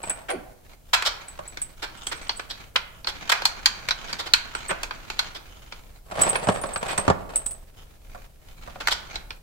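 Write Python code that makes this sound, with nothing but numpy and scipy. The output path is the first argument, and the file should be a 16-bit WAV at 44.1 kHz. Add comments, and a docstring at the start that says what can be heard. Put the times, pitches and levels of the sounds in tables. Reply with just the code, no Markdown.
"""At a workshop bench, close by, steel bolts are fitted into the holes of a cast gearbox casing.
They knock on the casing and make it ring, and their threads rasp down the holes.
Spare bolts clink in the hand. Twice the hand rummages in a tray for more; things scrape and slide in it,
and tray, casing and bench take dull bumps. The room echoes briefly over a low rumble."""
import sys
import numpy as np
from scipy import signal
from scipy.fft import rfft, irfft, next_fast_len
from scipy.io import wavfile
from scipy.ndimage import uniform_filter1d, map_coordinates

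SR = 44100
rng = np.random.default_rng(int(sys.argv[2]) if len(sys.argv) > 2 else 0)


def to_wav(sig):
    """Store sig (one row per channel, or 1-D mono) as 16-bit WAV at the path in sys.argv[1].

    Samples outside -1..1 are clipped; the rate is SR.
    """
    pcm = np.clip(np.atleast_2d(sig), -1, 1) * 32767
    pcm = np.round(pcm).astype(np.int16)
    wavfile.write(sys.argv[1], SR, pcm.T)  # frames by channels


N = 415422
T = np.arange(SR // 2) / SR  # time since a contact [s]
MIDDLE_DB = -19  # a contact of middling strength
EVEN_HZ = 3250  # a bolt ringing here is as strong in the low band as in the middle one

# groups of close tones at which the casing rings: (pitch [Hz], width [Hz], level [dB])
CASING_TONES = [(930, 344, 0.5), (1478, 250, 3), (2444, 470, 3), (3260, 270, -10.5), (4215, 300, -3),
                (4630, 340, -4.5), (6020, 1100, -7)]
# the same for the tray on the bench: (pitch [Hz], width [Hz], level [dB])
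TRAY_TONES = [(196.6, 39, 3.5), (413, 40, -10.5), (543, 118, 11), (715, 110, -0.5), (1134, 220, 1),
              (1755, 260, -4.5)]
# the crack of a bolt held in its hole: (frequency [Hz], level [dB])
CRACK_SPECTRUM = [(100, 10), (500, 1.5), (1500, 3), (3800, -2.5), (7300, -12.5), (8100, -14.5), (9200, -23),
                  (11500, -27), (12500, -22), (16000, -38.5)]
# the noise of a bumped tray: (frequency [Hz], level [dB])
TRAY_SPECTRUM = [(60, -1.5), (140, 2), (320, -6.5), (620, 6.5), (1700, -3), (2800, -7), (6500, -18),
                 (8300, -14), (16000, -39)]
# low, middle and top band of a metal contact: (from [Hz], to [Hz])
METAL_BANDS = [(280, 3000), (3000, 6000), (6400, 17000)]


def amp(db):
    """Turn decibels into a gain."""
    return 10 ** (np.asarray(db) / 20)


def unit(x):
    """Scale a signal to an average (rms) level of 1."""
    return x / np.sqrt(np.mean(x ** 2) + 1e-20)


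def fade(t60):
    """A decay that falls 60 dB in t60 seconds."""
    return np.exp(-np.log(1000) * T / t60)


def onset(rise_s):
    """A quick rise from 0 towards 1."""
    return 1 - np.exp(-T / rise_s)


def along(points, hz):
    """Read between (frequency [Hz], value) points on a log frequency axis."""
    f, v = np.transpose(points)
    return np.interp(np.log(hz + 1), np.log(f + 1), v)


def coloured(x, gain):
    """Filter x with a gain that depends on frequency."""
    size = next_fast_len(x.shape[-1] + SR // 8)
    hz = np.fft.rfftfreq(size, 1 / SR)
    return irfft(rfft(x, size) * gain(hz), size)[..., :x.shape[-1]]


def noise(spectrum, size, alike=0):
    """Stereo noise; alike (0 to 1) is the share that both sides have in common."""
    white = rng.standard_normal((3, size))
    stereo = np.sqrt(alike) * white[2] + np.sqrt(1 - alike) * white[:2]
    return unit(coloured(stereo, lambda hz: amp(along(spectrum, hz))))


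def wobble(rate, size):
    """A smooth random curve through rate points a second."""
    points = rng.standard_normal(int(size * rate / SR) + 4)
    return map_coordinates(points, [np.arange(size) * rate / SR])


def cluster(tones, size=len(T), apart_hz=600):
    """Steady ringing of many close tones; left and right hear the low ones alike."""
    def gain(f):
        humps = sum(amp(db) / (1 + ((f - hz) / (width / 2)) ** 2) for hz, width, db in tones)
        return np.array([humps, humps * f / np.hypot(f, apart_hz)])
    mid, side = coloured(rng.standard_normal((2, size)), gain)
    return unit(np.array([mid + side, mid - side]))


def balanced(x, bands, levels, span):
    """Give each band of a contact its level [dB] over the first span seconds."""
    out = 0
    for band, db in zip(bands, levels):
        part = signal.sosfilt(signal.butter(5, band, "bandpass", fs=SR, output="sos"), x)
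        out += amp(db) * part / np.sqrt(np.mean(part[:, :int(span * SR)] ** 2))
    return out


def metal_contact(x, db, bright_db, top_db, span, cut_hz=747, octaves_per_db=0.085):
    """Cut the bass, more for a harder contact, then set the low, middle and top band."""
    corner_hz = cut_hz * 2 ** (octaves_per_db * (db - MIDDLE_DB))
    thin = signal.sosfilt(signal.butter(3, corner_hz, "highpass", fs=SR, output="sos"), x)
    return balanced(thin, METAL_BANDS, [db - bright_db / 2, db + bright_db / 2, db + top_db], span)


def add_in_room(track, s, x, room_db, right_db=2):
    """Place a sound at s seconds, a little louder on the right, with its own workshop echo."""
    # how long the room rings: (frequency [Hz], time to fall 60 dB [s])
    echo_times = [(150, 0.8), (600, 0.93), (2000, 0.6), (4500, 0.38), (13000, 0.26)]
    lag = int(rng.uniform(0, .0009) * SR)  # the right side hears it later
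    x = np.array([x[0], np.pad(x[1], (lag, 0))[:x.shape[1]]])
    x = x * amp([[-right_db / 2], [right_db / 2]])
    hz, t, spectra = signal.stft(rng.standard_normal((2, SR // 2)), SR, nperseg=256)
    decay = np.exp(-np.log(1000) * t / along(echo_times, hz)[:, None])
    tail = signal.istft(spectra * decay, SR, nperseg=256)[1][:, :len(T)]
    tail = tail * (1 + 2.03 * fade(0.072)) * (T > .003)  # bench and casing reflect first
    echo = signal.fftconvolve(x, tail / np.linalg.norm(tail[0]), axes=1)[:, :x.shape[1]]
    x = x + amp(room_db) * echo
    start = round(s * SR)
    track[:, start:start + x.shape[1]] += x[:, :N - start]


def background(hush_db=-53, rumble_db=-50, growth_db=5):
    """The air of the workshop and a low rumble that slowly grows."""
    # the hush of the air: (frequency [Hz], level [dB])
    hush_spectrum = [(20, -14.5), (153, -18.5), (226, -23.5), (634, -24), (1300, -39), (15700, -38)]
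    rumble = noise([(10, -22.5), (26, -10), (60, -20.5), (150, -32), (2000, -100)], N, alike=1)
    hush = noise(hush_spectrum, N, alike=0.14)
    return amp(hush_db) * hush + amp(rumble_db + growth_db * np.linspace(0, 1, N)) * rumble


def movements(rows, attack_s, release_s):
    """A loudness curve: each movement of the hand swells, holds and dies away."""
    t = np.arange(N) / SR
    gains = [amp(db) * np.exp(np.minimum(t - s, 0) / attack_s - np.maximum(t - s - span, 0) / release_s)
             for s, span, db in rows]
    return np.max(gains, axis=0)


def patter(rate, spread_db):
    """A loudness curve of tiny, soft, random contacts, about rate a second."""
    touches = rng.random(N) < rate / SR
    sizes = amp(spread_db * np.clip(rng.standard_normal(N), -2, 2))
    return unit(signal.fftconvolve(touches * sizes, np.sqrt(T) * fade(0.018))[:N])


def handling(level_db=-4, grit_db=-1, drift=0.12):
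    """Stirred bolts ring the tray; turned ones rub in their holes, their ring changing with the grip."""
    # the hand stirs the bolts in the tray: (time [s], length [s], relative level [dB])
    stirs = [(0.0, 0.1, -37), (6.12, .07, -31), (6.18, 0.071, -23), (6.35, 0.21, -32.5),
             (6.61, 0.017, -30.5), (6.83, 0.13, -28.5), (7.3, 0.026, -38)]
    # fingers turn bolts and brush the casing: (time [s], length [s], relative level [dB])
    turns = [(0.69, 0.042, -50), (1.0, 0.71, -47), (1.95, 0.68, -42.5), (3.15, 2.16, -40.5),
             (4.03, 0.17, -35), (5.5, 0.45, -50), (7.7, 0.8, -53.5), (8.66, 0.543, -43.5)]
    out = np.zeros((2, N))
    tray = unit(noise(TRAY_SPECTRUM, N, alike=0.44) + cluster(TRAY_TONES, N) / 2)
    grips = [cluster([(hz * np.exp(rng.normal(0, drift)), width, db)
                      for hz, width, db in CASING_TONES], N) for _ in range(4)]
    casing = unit(sum(grip * np.exp(wobble(10, N)) for grip in grips))
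    rubbing = unit(casing + amp(grit_db) * noise(CRACK_SPECTRUM, N))
    stirring = movements(stirs, attack_s=0.023, release_s=0.12) * tray * patter(rate=320, spread_db=8)
    turning = movements(turns, attack_s=0.102, release_s=0.028) * rubbing
    turning *= patter(rate=420, spread_db=5.5)
    add_in_room(out, 0, amp(level_db) * (stirring + turning), room_db=-4)
    return out


def casing_ring(t60=0.26, octave_db=-3, scatter_db=2):
    """Each spot on the casing favours other tones; the lower ones carry the ring."""
    tones = [(hz * rng.normal(1, 0.025), width, rng.normal(db, scatter_db)
              + octave_db * np.log2(hz / EVEN_HZ)) for hz, width, db in CASING_TONES]
    return cluster(tones) * fade(t60)


def knocks(body_db=-2, ring_db=-19, chatter_s=0.0039, width_hz=300, bright_db_per_octave=9):
    """A bolt chatters, rings roughly until the hole chokes it, and leaves the casing ringing."""
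    # a bolt strikes metal: (time [s], level [dB], bolt pitch [Hz], top band over the level [dB])
    strikes = [(0.036, -40, 990, -21), (1.023, -28, 1820, -8), (1.571, -36.5, 2060, -7.5),
               (2.069, -32, 3230, -1.5), (2.2932, -24, 4400, -19.5), (2.395, -34, 1570, -11),
               (2.7575, -27, 1350, -16), (2.7597, -18.5, 2980, -13.5), (3.045, -37, 4340, -20.5),
               (3.071, -25.5, 4320, -12.5), (3.42, -31.5, 2400, -11), (3.453, -17, 4330, -5),
               (3.6578, -14, 4550, -4.5), (3.673, -43, 4700, -10), (3.886, -25, 2340, -7.5),
               (3.908, -21, 3920, -13.5), (4.129, -31, 4680, -5.5), (4.3358, -12, 4230, -7.5),
               (4.55, -31.5, 1350, -12.5), (4.832, -30.5, 2320, -2), (4.908, -33.5, 1450, -17),
               (5.1, -31.5, 2360, -8.5), (5.191, -21, 4200, -8), (5.723, -38, 2310, -13),
               (6.355, -27.5, 1050, -19), (6.759, -31.5, 1220, -14), (6.977, -32, 1904, 0.5),
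               (8.872, -22.5, 1890, -6.5), (8.883, -24, 1900, -7.5), (9.156, -31.5, 3960, -9),
               (9.305, -35, 2500, -15)]
    out = np.zeros((2, N))
    chatter = onset(0.00059) * (np.exp(-(T / chatter_s) ** 2) + 0.23 * fade(0.13))
    for s, db, hz, top_db in strikes:
        crack = noise(CRACK_SPECTRUM, len(T), alike=0.87) * chatter
        bolt = cluster([(hz, width_hz, 0)]) * fade(0.034)
        casing = amp(body_db) * casing_ring(t60=0.06, octave_db=-2) + amp(ring_db) * casing_ring()
        bright_db = bright_db_per_octave * np.log2(hz / EVEN_HZ)
        knock = metal_contact(crack + bolt + casing, db, bright_db, top_db, span=0.0098)
        add_in_room(out, s, knock, room_db=-12)
    return out


def jingles(rate=28, hz=8070, scatter_db=3):
    """List the faint, random clinks of carried bolts: (time [s], level [dB], pitch [Hz])."""
    # loose bolts keep touching in the hand: (time [s], length [s], relative level [dB])
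    spells = [(0.0, 0.12, -42), (1.95, 0.6, -56), (6.248, .75, -42)]
    return [(s + span * rng.random(), rng.normal(db, scatter_db), hz)
            for s, span, db in spells for _ in range(round(span * rate))]


def bolt_tone(hz, t60=0.11, roughness=0.059, touch_rate=420):
    """One tone of a bending bolt, jostled by further touches and damped by the fingers."""
    jostle = roughness * wobble(touch_rate, len(T))
    offset = rng.random() + 0.4 * rng.random((2, 1))  # left and right each get their own phase
    return np.sin(2 * np.pi * (hz * T + jostle + offset)) * fade(t60)


def clinks(other_hz=9100, other_db=-14, ring_db=5.5, tick_db=-6, spread=0.007):
    """Two loose bolts touch, one louder than the other; each rings with a pair of close tones."""
    # bolt against bolt: (time [s], relative level [dB], pitch [Hz])
    touches = [(0.096, -23.5, 8190), (0.301, -33, 9140), (1.282, -40, 8020), (1.477, -39.5, 7940),
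               (1.617, -27.5, 8030), (2.067, -33, 8100), (2.369, -40.5, 7900), (4.55, -39, 8000),
               (4.682, -32.5, 8050), (6.215, -14, 7980), (6.291, -22, 8230), (6.358, -30, 9180),
               (6.614, -34, 9040), (6.733, -34.5, 8170), (6.977, -26.5, 8260), (7.358, -20, 8160),
               (7.461, -23, 8010), (7.509, -31.5, 8120)]
    out = np.zeros((2, N))
    for s, db, hz in touches + jingles():
        detune = 1 + spread * rng.standard_normal((2, 2))
        bolts = zip((hz, other_hz), (db, db + other_db), detune)
        tone = sum(amp(level + ring_db) * (bolt_tone(f * a) + bolt_tone(f * b))
                   for f, level, (a, b) in bolts)
        tone *= amp(1.9 * wobble(498, len(T)))  # the bolts keep touching as they ring
        tick = noise([(800, -5), (6000, -10.5), (8200, 3), (11000, -12)], len(T)) * fade(0.072)
        add_in_room(out, s, tone * onset(0.00072) + amp(db + tick_db) * tick, room_db=-12)
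    return out


def scrapes(ring_db=-9, tick_gap_s=0.00125):
    """Quick, uneven runs of ticks: bright thread rasps in the holes, duller scrapes in the tray."""
    # a short scrape: (time [s], length [s], level [dB], middle band over low band [dB])
    strokes = [(0.097, 0.016, -42.5, -18.5), (0.284, 0.032, -37, -15.5), (0.931, 0.02, -18.5, -3.5),
               (1.049, 0.034, -25, 3), (1.821, 0.03, -34, -3.5), (2.113, 0.02, -33, -5),
               (2.497, 0.022, -36.5, 6.5), (3.073, 0.032, -34.5, 1.5), (3.293, 0.011, -20.5, -2),
               (3.316, 0.011, -19.5, -8), (4.068, 0.051, -42.5, -2), (4.186, 0.029, -33, 1),
               (4.257, .023, -36.5, -2), (4.69, 0.029, -34.5, -17.5), (5.345, 0.028, -40, 0),
               (6.878, 0.052, -36, -9.5), (8.8, 0.021, -36.5, -6.5), (8.907, 0.027, -26, 3)]
    out = np.zeros((2, N))
    for s, span, db, bright_db in strokes:
        ticks = np.cumsum(rng.uniform(0.33, 1.4, size=64)) * tick_gap_s
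        ticks = ticks[ticks - ticks[0] < span] - ticks[0]
        swell = 0.74 + np.sin(np.pi * ticks / span)
        sizes = amp(0.73 * rng.standard_normal(len(ticks))) * swell
        run = np.bincount((ticks * SR).astype(int), sizes, len(T))
        grit = noise(CRACK_SPECTRUM, len(T), alike=0.034) * signal.fftconvolve(run, fade(0.011))[:len(T)]
        ringing = signal.fftconvolve(run[None], casing_ring(), axes=1)[:, :len(T)]
        scrape = unit(grit) + amp(ring_db) * unit(ringing)
        top_db = -6.5 + 0.16 * (db - MIDDLE_DB)  # harder scrapes have more top treble
        add_in_room(out, s, metal_contact(scrape, db, bright_db, top_db, span), room_db=-8)
    return out


def slide(start_s=0.293, from_hz=720, halving_s=0.061, width_hz=170, level_db=-26):
    """Something slides briefly in the tray: a hollow scrape whose pitch falls as it stops."""
    out = np.zeros((2, N))
    speed = 2 ** -(T / halving_s) ** 2
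    phase = 2 * np.pi * np.cumsum(from_hz * speed) / SR
    hollow = wobble(2 * width_hz, len(T)) * np.sin(phase) + wobble(2 * width_hz, len(T)) * np.cos(phase)
    loudness = onset(0.003) * fade(0.54) * np.minimum(2 * speed, 1)
    scrape = amp(level_db) * unit(hollow) * loudness
    add_in_room(out, start_s, np.array([scrape, scrape]), room_db=-9)
    return out


def thuds(scuff_db=-11, ring_db=-6):
    """Soft, heavily damped bumps, each with a faint scuff on top."""
    # dull bumps on tray, casing and bench: (time [s], level [dB])
    bumps = [(1.389, -31.5), (4.71, -26.5), (6.119, -32), (6.182, -26.5), (6.221, -27), (6.265, -24.5),
             (6.47, -22.5), (6.486, -15.5), (6.637, -26.5), (6.759, -28.5), (6.98, -23), (7.078, -15),
             (7.099, -15), (8.146, -39.5), (8.673, -38.5), (8.757, -38)]
    # thump, knock and scuff band of a bump: (from [Hz], to [Hz])
    bands = [(70, 450), (520, 1600), (1600, 9000)]
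    out = np.zeros((2, N))
    for s, db in bumps:
        ringing = cluster(TRAY_TONES) * fade(0.13)
        hit = noise(TRAY_SPECTRUM, len(T), alike=0.78) * fade(0.047)
        bump = (hit + amp(ring_db) * ringing) * onset(0.00066)
        thump_db = db - 4 + 0.43 * (db - MIDDLE_DB)  # heavier bumps have more bass
        thud = balanced(bump, bands, [thump_db, db, db + scuff_db], span=0.0092)
        add_in_room(out, s, thud, room_db=-12)
    return out


def quieter_lulls(x, above_hz=747, threshold_db=-53.5, depth_db=8, window_s=0.03):
    """The recorder turns itself down when hardly anything sounds above the bass."""
    power = np.mean(coloured(x, lambda hz: hz > above_hz) ** 2, axis=0)
    level_db = 10 * np.log10(np.abs(uniform_filter1d(power, int(window_s * SR))) + 1e-20)
    return x * amp(np.clip(2 * (level_db - threshold_db), -depth_db, 0))


def scene():
    """The workshop, with bolts on the casing, in the hand and in the tray."""
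    return background() + handling() + knocks() + clinks() + scrapes() + slide() + thuds()


def record(dry):
    """The hardest knocks overload the input, lulls are turned down, and the highest treble is cut."""
    clipped = dry / (1 + np.abs(dry) ** 4) ** (1 / 4)
    return coloured(quieter_lulls(clipped), lambda hz: hz < 15800)


dry = scene()
out = record(dry)
to_wav(out)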